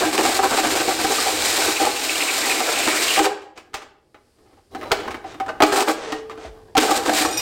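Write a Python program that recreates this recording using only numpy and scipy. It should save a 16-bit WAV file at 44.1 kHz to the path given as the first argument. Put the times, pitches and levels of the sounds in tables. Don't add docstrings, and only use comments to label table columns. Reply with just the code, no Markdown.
import sys
import numpy as np
from scipy import signal
from scipy.fft import rfft, irfft
from scipy.io import wavfile
from scipy.ndimage import uniform_filter1d

SR = 44100
rng = np.random.default_rng(int(sys.argv[2]) if len(sys.argv) > 2 else 0)


def dump(signal):
    limited = np.clip(np.atleast_2d(signal).T, -1, 1)
    pcm = np.round(limited * 32767).astype(np.int16)
    wavfile.write(sys.argv[1], SR, pcm)


N = 326765
T_S = np.arange(N) / SR

# time_s, level_db
RUMBLE_LEVEL = [(0, -47), (1.5, -42.5), (3.3, -65.5), (3.7, -65.5), (4.7, -60), (5.55, -48), (5.8, -59),
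                (6.48, -50), (6.65, -51), (7.41, -40)]
# freq_hz, density_db_per_hz
RUMBLE_SPECTRUM = [(20, -15.5), (50, 0), (100, 4), (150, -5.5), (300, -13.5), (1000, -92)]
# start_s, length_s, level_db
BODY_RUBS = [(3.55, 0.39, -56), (4.37, 0.24, -55), (4.708, 0.475, -32), (5.15, 0.56, -41),
             (5.9, 0.85, -45.5)]
# freq_hz, density_db_per_hz
AIR_SPECTRUM = [(30, 2.5), (70, 10), (150, 1), (400, 13.5), (800, -5), (1500, -26.5), (3500, -15),
                (4800, -16), (6500, -22), (9000, -23.5), (16000, -28.5)]
# freq_hz, density_db_per_hz
HISS_SPECTRUM = [(1000, -6), (3500, -10), (4900, -4), (6200, -12), (9000, -9), (16000, -25)]
# time_s, pitch_hz, level_db
DRILL_WHINE = [(4.72, 3920, -61), (4.78, 4030, -56), (4.9, 3960, -53), (5.2, 3860, -69), (5.32, 3740, -54),
               (5.39, 3600, -61)]
# start_s, pitch_hz, level_db, t60_s
RINGING_NOTES = [(.882, 770, -9.5, 0.068), (1.045, 420, -14, 0.031), (1.1, 430, -15.5, 0.056),
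                 (1.184, 1223, -13.5, 0.059), (1.267, 749, -14, 0.12), (1.68, 412, -17, .06),
                 (1.799, 792, -12, 0.1), (1.869, 833, -13, 0.074), (2.694, 450, -16.5, 0.053),
                 (2.866, 609.5, -23, .08), (3.175, 790, -9, 0.085), (3.262, 514, -21.5, 0.18),
                 (3.742, 792, -21.5, 0.066), (4.752, 763, -24, 0.081), (5.402, 774, -16, 0.23),
                 (5.483, 790, -23, 0.092), (5.49, 1524, -21, 0.055), (5.604, 723, -4.5, 0.046),
                 (5.622, 500, -5, 0.039), (5.633, 409, -4, 0.065), (6.05, 441, -28.5, 1.6),
                 (6.124, 1225, -24, .08), (6.124, 1877, -22.5, 0.088), (6.297, 1190, -26, 0.057),
                 (6.448, 668, -25, 0.054), (7.094, 720, -6, 0.042), (7.127, 770, -12, .06),
                 (7.207, 310, -15.5, 0.09), (7.249, 322, -18, 0.12)]
# start_s, level_db, favoured_hz
RIM_TAPS = [(7.26, -32, 5690), (7.31, -31, 6934), (7.326, -30, 5690), (7.339, -36, 2470),
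            (7.373, -19.5, 5690), (7.381, -25, 5005)]
# freq_hz, level_db, t60_s
FREE_CUP_MODES = [(2470, -1, .3), (3690, -8, .25), (3854, -10, .25), (5005, -3, .22), (5249, -8, .2),
                  (5680, 0, .12), (5765, -4, .11), (6934, -6, .12), (7407, -2, .07), (8620, 0, .2),
                  (10410, -5, .06), (10950, -9, .17), (13300, -5, .14)]
# start_s, panel_db, crack_db
FLOOR_KNOCKS = [(3.307, -22.5, -50), (3.419, -50, -45.5), (3.576, -36, -37), (3.734, -36, -44),
                (3.742, -28, -22.5), (3.82, -33, -42), (4.145, -37, -57), (4.386, -54, -73),
                (4.459, -47, -67), (4.531, -48.5, -66), (4.57, -50.5, -64), (4.749, -17.5, -36),
                (4.813, -25, -39), (4.83, -24.5, -56), (4.91, -15, -39), (4.917, -6.5, -11),
                (5.001, -26, -34), (5.048, -28, -41), (5.078, -17, -41), (5.108, -23, -30.5),
                (5.144, -23, -42), (5.242, -24, -52), (5.343, -31, -43), (5.401, -18.5, -33),
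                (5.463, -26, -40), (5.481, -18.5, -42), (5.49, -17.5, -35), (5.604, -6, -26),
                (5.622, 0.5, -8.5), (5.634, -7, -15), (6.122, -15.5, -23.5), (6.297, -26.5, -38),
                (6.31, -27, -49), (6.376, -29, -44), (6.451, -32, -44), (6.752, -8.5, -28),
                (6.769, -4, -13), (6.777, -1, -7.5)]
# freq_hz, density_db_per_hz
CRACK_SPECTRUM = [(200, -48), (900, -2), (1700, -16), (3000, 11.5), (5000, 12.5), (8000, 0), (11000, -3),
                  (16000, -3.5)]
# freq_hz, density_db_per_hz
CLACK_SPECTRUM = [(300, -27), (900, -0.5), (1200, -4.5), (1700, -6.5), (2600, -5), (4000, -13), (8000, -17),
                  (11000, -30.5), (16000, -35)]
# start_s, length_s, level_db
CUP_SLIDES = [(3.555, 0.047, -43), (3.73, 0.13, -43), (4.92, 0.31, -42), (5.24, 0.12, -39.5),
              (5.9, 0.33, -32.5), (6.38, 0.13, -40), (7.25, 0.33, -37.5)]
# freq_hz, density_db_per_hz
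SLIDE_SPECTRUM = [(200, -7.5), (450, 6.5), (1000, -1), (2000, -4), (4000, -10), (6000, -13), (8500, -20),
                  (10500, -33), (16000, -52)]
# start_s, hold_s, level_db, pitch_hz
CUP_SQUEALS = [(1.76, 0.021, -26, 2600), (1.959, 0.014, -26.5, 2677), (2.093, 0.016, -26, 2596),
               (2.149, 0.017, -26.5, 2553), (2.205, 0.02, -22, 2500), (2.276, 0.022, -21.5, 2430),
               (2.418, .033, -27, 2150), (2.496, 0.028, -21.5, 2325), (2.754, .02, -26.5, 2530),
               (2.821, .009, -23, 2573), (2.875, 0.039, -30, 2224), (2.969, .018, -27.5, 2144),
               (3.069, 0.043, -26.5, 2800), (3.14, 0.041, -29.5, 2660)]
# freq_hz, level_db
FLOOR_MODES = [(262, -16), (306, 1), (350, -4), (404, -1), (435, -5), (507, 1), (560, -3), (619, 0),
               (690, -4), (735, -3), (783, 1), (822, -1), (870, -2), (999, 2), (1101, 1), (1217, 1),
               (1525, -1), (1637, -2), (1804, -3), (2085, -5)]
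# freq_hz, density_db_per_hz
PANEL_SPECTRUM = [(30, -30), (100, -25), (150, -33.5), (230, -6.5), (300, -1), (400, 5.5), (490, -8),
                  (580, -4), (780, 11), (950, -5), (1500, -6), (2500, -15), (5000, -23.5), (16000, -71)]
# freq_hz, level_db
PINCHED_CUP_MODES = [(2270, 1), (2575, 0), (2830, -3), (3946, 0), (4248, -2), (4570, -3), (5181, -4),
                     (5689, -4), (7423, -3), (7644, -3), (8400, -4)]
# freq_hz, density_db_per_hz
RASP_SPECTRUM = [(150, -16.5), (350, 5.5), (900, 1.5), (2400, 4.5), (3100, 1.5), (3900, 4.5), (5000, 2.5),
                 (6100, -1.5), (7300, 3), (8500, 1.5), (10000, -7.5), (11300, -9.5), (12800, -7),
                 (16000, -13.5)]
# start_s, hold_s, panel_db, rasp_db
TEETH_CATCHES = [(0.041, 0.029, -24, -32), (0.127, 0.028, -23.5, -22.5), (0.178, 0.029, -18, -23),
                 (0.228, 0.038, -23.5, -23.5), (0.249, 0.046, -26, -32.5), (0.343, 0.038, -43, -19.5),
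                 (0.39, 0.0055, -16, -42), (0.428, 0.027, -18, -22.5), (0.505, 0.044, -21, -33),
                 (0.569, 0.032, -19.5, -21), (0.633, 0.027, -20, -44), (0.753, 0.02, -18.5, -21.5),
                 (0.801, 0.016, -16, -30.5), (0.875, 0.021, -19, -24), (0.908, 0.022, -24, -28.5),
                 (0.987, 0.027, -24.5, -28.5), (1.042, 0.015, -19.5, -26), (1.104, 0.016, -21, -40),
                 (1.183, 0.013, -25.5, -32), (1.26, 0.032, -26.5, -35), (1.573, .022, -23.5, -29.5),
                 (1.618, 0.037, -21.5, -25.5), (1.673, 0.019, -19, -27), (1.8, 0.016, -21.5, -43.5),
                 (1.815, 0.051, -22.5, -33.5), (1.864, 0.012, -20, -32), (2.597, 0.015, -23, -30.5),
                 (2.676, 0.021, -23, -41), (2.717, 0.013, -24.5, -39), (2.864, 0.026, -21, -45),
                 (2.928, 0.032, -25.5, -41), (3.17, 0.039, -18.5, -36.5), (3.244, 0.024, -19, -29.5),
                 (5.72, 0.025, -19, -25.5), (5.758, 0.03, -19, -19), (5.796, 0.032, -21.5, -22.5),
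                 (5.875, 0.029, -15.5, -28), (6.806, 0.046, -20, -34), (6.906, 0.012, -21, -19.5),
                 (6.955, 0.022, -28.5, -21), (7.054, 0.027, -23.5, -28), (7.094, 0.01, -20.5, -39),
                 (7.133, 0.017, -27.5, -19.5), (7.212, 0.014, -22.5, -20), (7.247, 0.014, -23, -24.5)]
# time_s, rasp_db, drum_db
LONG_CUT_LEVELS = [(0.0, -23, -17.5), (.11, -30, -25), (0.29, -23.5, -24.5), (0.41, -29, -27.5),
                   (0.7, -24.5, -23), (.96, -27, -30.5), (1.11, -24, -26.5), (1.15, -21, -38.5),
                   (1.32, -25, -27), (1.47, -20, -29.5), (1.73, -23.5, -30.5), (1.92, -26.5, -35),
                   (2.27, -23, -30.5), (2.68, -24, -26), (3.06, -22, -33), (3.17, -19, -37),
                   (3.22, -32, -23.5), (3.25, -23.5, -24), (3.291, -46.5, -38.5)]
# time_s, rasp_db, drum_db
SPURT_LEVELS = [
    [(5.66, -30, -40), (5.718, -38, -31), (5.732, -27, -28), (5.826, -39, -36), (5.844, -51, -38),
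     (5.868, -38, -35), (5.884, -26.5, -22), (5.915, -27, -26), (5.95, -47, -43)],
    [(6.8, -23, -34), (6.89, -29, -16), (6.92, -24.5, -12), (7.026, -36.5, -28.5), (7.102, -31, -12.5),
     (7.125, -31, -20), (7.185, -18, -29), (7.28, -32, -22.5), (7.36, -34, -27.5), (7.43, -30, -41)],
]

HISS_START_S, HISS_FADE_S = 3.91, 0.4
GROAN_S, GROAN_DB, GROAN_RISE_S, GROAN_DECAY_S = 6.445, -39, 0.03, 0.054
GROAN_START_HZ, GROAN_END_HZ, GROAN_FALL_S = 113, 32, 0.04
FREED_S, RIM_DB = 7.12, -43
CONTACT_S = 0.0065
LINGER_DB_PER_DB = 0.25
BRIGHTEST_DB, BRIGHTEN_DB_PER_DB = 1.5, 0.41
BIND_START_S, BIND_END_S = 2.0, 3.18
BIND_START_DB, BIND_END_DB = -40.5, -32
SQUEAL_GLIDE_S = 0.0208
CATCH_RISE_S, CATCH_DECAY_S = 0.00066, 0.005
LARGEST_GRAIN_SPREADS = 2.0
TOP_HZ = 15850


def undb(db):
    return 10 ** (np.asarray(db) / 20)


def unit(response):
    return response / np.sqrt(np.sum(response ** 2))


def through(x, response):
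    return signal.fftconvolve(x, response)[:N]


def noise():
    return rng.standard_normal(N)


def colour(points, size=4096):
    hz, db = np.transpose(points)
    bin_hz = np.arange(size // 2 + 1) * SR / size
    log_gain = np.log(undb(np.interp(np.log(bin_hz + 1), np.log(hz), db)))
    cepstrum = irfft(log_gain)
    cepstrum[1:size // 2] *= 2
    cepstrum[size // 2 + 1:] = 0
    return unit(irfft(np.exp(rfft(cepstrum))))


def fade(t60_s):
    return np.exp(-np.log(1000) * np.arange(SR) / SR / t60_s)


def ring(modes):
    t = np.arange(SR) / SR
    response = np.zeros(SR)
    for hz, db, t60_s in modes:
        response += undb(db) * fade(t60_s) * np.sin(2 * np.pi * (hz * t + rng.random()))
    return unit(response)


def curve(times_s, db):
    inside = (T_S >= times_s[0]) * (T_S <= times_s[-1])
    return uniform_filter1d(undb(np.interp(T_S, times_s, db)) * inside, SR // 200)


def bursts(times_s, db, rise_s, decay_s):
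    out, t = np.zeros(N + SR), np.arange(SR // 4) / SR
    for start_s, gain, decay in np.broadcast(times_s, undb(db), decay_s):
        shape = (1 - np.exp(-t / rise_s)) * np.exp(-t / decay)
        i = int(start_s * SR)
        out[i:i + len(t)] += gain * shape / shape.max()
    return out[:N]


def holds(times_s, lengths_s, db):
    out, t = np.zeros(N + SR), np.arange(SR // 4) / SR
    for start_s, length_s, gain in zip(times_s, lengths_s, undb(db)):
        rise = 1 - np.exp(-t / CATCH_RISE_S)
        drop = np.exp(-np.maximum(t - length_s, 0) / CATCH_DECAY_S)
        i = int(start_s * SR)
        out[i:i + len(t)] += gain * rise * drop
    return out[:N]


def swells(rows, arch_power):
    out = np.zeros(N)
    for start_s, length_s, db in rows:
        arch = np.abs(np.sin(np.pi * np.clip((T_S - start_s) / length_s, 0, 1)))
        out += undb(db) * arch ** arch_power
    return out


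def taps(times_s, db):
    out = np.zeros(N)
    out[(np.asarray(times_s) * SR).astype(int)] = undb(db) * np.sqrt(SR / 1000)
    return out


def walk(rate_hz):
    steps = rng.standard_normal(N // 20)
    return np.interp(T_S * rate_hz, np.arange(len(steps)), steps)


def grains(rate_hz, spread_db):
    limit = LARGEST_GRAIN_SPREADS
    size_db = spread_db * np.clip(noise(), -limit, limit)
    x = (rng.random(N) < rate_hz / SR) * np.sign(noise()) * undb(size_db)
    return x / np.std(x)


def floor_panel(direct_db=-3, modes_db=-1.5, wash_t60_s=0.044, t60_at_1khz_s=0.055,
                detune=0.008, uneven_db=2):
    wash = unit(rng.standard_normal(SR) * fade(wash_t60_s))
    wash[0] += undb(direct_db)
    wash = unit(signal.fftconvolve(wash, colour(PANEL_SPECTRUM))[:SR])
    modes = []
    for hz, db in FLOOR_MODES:
        detuning, unevenness = rng.standard_normal(2)
        t60_s = t60_at_1khz_s * np.sqrt(1000 / hz)
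        modes.append((hz * (1 + detune * detuning), db + uneven_db * unevenness, t60_s))
    return unit(wash + undb(modes_db) * ring(modes))


def shake(force, spots=4):
    shares = np.array([walk(14) for _ in range(spots)])
    shares /= np.sqrt(np.sum(shares ** 2, axis=0))
    return sum(through(force * share, floor_panel()) for share in shares)


def garage(x, wet_db=-10, low_t60_s=0.6, half_t60_hz=8000, build_s=0.00054, bands=10):
    spectrum, hz = rfft(rng.standard_normal(SR)), np.arange(SR // 2 + 1)
    edges_hz = np.linspace(0, np.sqrt(SR / 2), bands + 1) ** 2
    tail = np.zeros(SR)
    for low_hz, high_hz in zip(edges_hz, edges_hz[1:]):
        band = irfft(spectrum * (hz >= low_hz) * (hz < high_hz), SR)
        tail += band * fade(low_t60_s / (1 + low_hz / half_t60_hz))
    build = 1 - np.exp(-np.arange(SR) / SR / build_s)
    return x + undb(wet_db) * through(x, unit(tail * build))


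def thin_hiss(level_db=-67):
    fade_in = np.clip((T_S - HISS_START_S) / HISS_FADE_S, 0, 1)
    return undb(level_db) * fade_in * through(noise(), colour(HISS_SPECTRUM))


def body_rumble(trim_db=-4.5):
    level = undb(trim_db) * curve(*np.transpose(RUMBLE_LEVEL))
    return level * through(noise(), colour(RUMBLE_SPECTRUM))


def air_and_rubbing(air_db=-64.5, rub_noise_db=-7, creak_db=-9):
    rub = swells(BODY_RUBS, arch_power=0.32)
    creak_level = rub * undb(creak_db + 3.3 * walk(44))
    creaks = shake(creak_level * grains(rate_hz=260, spread_db=4))
    air_level = undb(air_db) + undb(rub_noise_db) * rub
    return creaks + air_level * through(noise(), colour(AIR_SPECTRUM))


def drill_whine(waver=0.00704, flutter_db=1.0):
    time_s, hz, db = np.transpose(DRILL_WHINE)
    pitch_hz = np.interp(T_S, time_s, hz) * (1 + waver * walk(150))
    level = curve(time_s, db) * undb(flutter_db * walk(40))
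    return level * np.sin(2 * np.pi * np.cumsum(pitch_hz) / SR)


def drill_groan():
    fall = np.exp(-np.maximum(T_S - GROAN_S, 0) / GROAN_FALL_S)
    pitch_hz = GROAN_END_HZ + (GROAN_START_HZ - GROAN_END_HZ) * fall
    level = bursts([GROAN_S], GROAN_DB, GROAN_RISE_S, GROAN_DECAY_S)
    return level * np.sin(2 * np.pi * np.cumsum(pitch_hz) / SR)


def ringing_notes():
    out = np.zeros(N)
    for start_s, hz, db, t60_s in RINGING_NOTES:
        age_s = np.maximum(T_S - start_s, 0)
        swell = 1 - np.exp(-60 * age_s / t60_s)
        decay = np.exp(-np.log(1000) * age_s / t60_s)
        out += undb(db) * swell * decay * np.sin(2 * np.pi * hz * age_s)
    return out


def freed_cup(tap_db=13, favour_db=10, chatter_db=0.5):
    rub = undb(RIM_DB) * (T_S > FREED_S) * grains(rate_hz=1000, spread_db=3)
    out = through(rub, ring(FREE_CUP_MODES))
    for start_s, db, favoured_hz in RIM_TAPS:
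        modes = []
        for hz, mode_db, t60_s in FREE_CUP_MODES:
            favoured = abs(np.log(hz / favoured_hz)) < 0.06
            modes.append((hz, mode_db + favour_db * favoured, t60_s))
        out += through(taps([start_s], db + tap_db), ring(modes))
    return out * undb(chatter_db * walk(450))


def knocking(blow_db=-1, thud_db=-6, crack_db=-2.5, click_db=-1, clack_db=-3.0, thump_db=-13, soft_rise_s=0.00024):
    start_s, panel_db, edge_db = np.transpose(FLOOR_KNOCKS)
    contact_s = CONTACT_S * undb(-LINGER_DB_PER_DB * panel_db)

    crunch = bursts(start_s, panel_db + thud_db, soft_rise_s, contact_s)
    thud = taps(start_s, panel_db + blow_db) + crunch * grains(rate_hz=6500, spread_db=2.5)

    treble_db = edge_db + BRIGHTEN_DB_PER_DB * (edge_db - BRIGHTEST_DB)
    crack = bursts(start_s, treble_db + crack_db, rise_s=0.00063, decay_s=contact_s)
    crack = crack * grains(rate_hz=11000, spread_db=2.5)

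    clack = bursts(start_s, edge_db + clack_db, soft_rise_s, 1.19 * contact_s)
    clack = taps(start_s, edge_db + click_db) + clack * grains(rate_hz=3000, spread_db=4)

    push = bursts(start_s, edge_db + thump_db, rise_s=0.0013, decay_s=0.002)
    thump = signal.sosfilt(signal.butter(2, 25, "high", fs=SR, output="sos"), push)
    steel = through(crack, colour(CRACK_SPECTRUM)) + through(clack, colour(CLACK_SPECTRUM))
    return shake(thud) + steel + thump


def sliding(trim_db=-1):
    pressure = swells(CUP_SLIDES, arch_power=0.96) * undb(trim_db + 0.32 * walk(74))
    return through(pressure * grains(rate_hz=5000, spread_db=1.5), colour(SLIDE_SPECTRUM))


def squealing(trim_db=0.8, waver=0.135, rough_db=5.0, flutter_db=3):
    start_s, hold_s, db, hz = np.transpose(CUP_SQUEALS)
    latest = np.maximum(np.searchsorted(start_s - SQUEAL_GLIDE_S / 2, T_S) - 1, 0)
    pitch_hz = uniform_filter1d(hz[latest], int(SQUEAL_GLIDE_S * SR) + 1)
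    phase = np.cumsum(pitch_hz * (1 + waver * walk(1100))) / SR
    binding = curve([BIND_START_S, BIND_END_S], [BIND_START_DB, BIND_END_DB])
    grip = binding * undb(flutter_db * walk(60)) + holds(start_s, hold_s, db + trim_db)
    return grip * undb(rough_db * walk(400)) * np.sin(2 * np.pi * phase)


def sawing(drum_db=-2, spurt_drum_db=-6.0, catch_db=0.5, catch_rasp_db=-3.0, catch_clack_db=-7,
           snap_db=-12, wobble_db=2.5, flutter_db=1.5, judder_db=2.0, snag_db=3, cup_db=-11, pinched_t60_s=0.026):
    rasp, drum = np.zeros(N), np.zeros(N)
    cuts = [(LONG_CUT_LEVELS, drum_db)] + [(spurt, spurt_drum_db) for spurt in SPURT_LEVELS]
    for rows, trim_db in cuts:
        time_s, rasp_level_db, drum_level_db = np.transpose(rows)
        rasp += curve(time_s, rasp_level_db)
        drum += curve(time_s, drum_level_db + trim_db)

    start_s, hold_s, panel_db, teeth_db = np.transpose(TEETH_CATCHES)
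    judder = undb(judder_db * walk(350))
    catches = holds(start_s, hold_s, panel_db) * judder
    rasp_catches = holds(start_s, hold_s, teeth_db + catch_rasp_db) * judder
    drum = np.hypot(drum * undb(wobble_db * walk(45)), undb(catch_db) * catches)
    rasp = np.hypot(rasp * undb(flutter_db * walk(70)), rasp_catches)

    bite = undb(0.88 * walk(600))
    tearing = rasp * bite * grains(rate_hz=14000, spread_db=0.5)
    rubbing = rasp * bite * grains(rate_hz=14000, spread_db=0.5)
    snaps = undb(snap_db) * np.sqrt(drum * rasp) * grains(rate_hz=72, spread_db=6.5)
    chips = through(tearing + snaps, colour(RASP_SPECTRUM))

    pinched_cup = ring([(hz, db, pinched_t60_s) for hz, db in PINCHED_CUP_MODES])
    cup = undb(cup_db) * through(rubbing, pinched_cup)
    clacking = undb(catch_clack_db) * catches * grains(rate_hz=610, spread_db=9.0)
    clacks = through(clacking, colour(CLACK_SPECTRUM))

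    snags = taps(start_s, panel_db + snag_db)
    drumming = drum * bite * grains(rate_hz=900, spread_db=0.5)
    return chips + cup + clacks + shake(snags + drumming)


def scene():
    background = thin_hiss() + body_rumble() + air_and_rubbing()
    drill = drill_whine() + drill_groan()
    saw = ringing_notes() + freed_cup() + knocking() + sliding() + squealing() + sawing()
    mono = garage(drill + saw) + background
    return np.array([mono, mono])


def record(dry):
    ceiling = 0.88
    rounded = ceiling * np.tanh(dry / ceiling)
    return signal.sosfilt(signal.ellip(10, 0.2, 80, TOP_HZ, fs=SR, output="sos"), rounded)


dry = scene()
out = record(dry)
dump(out)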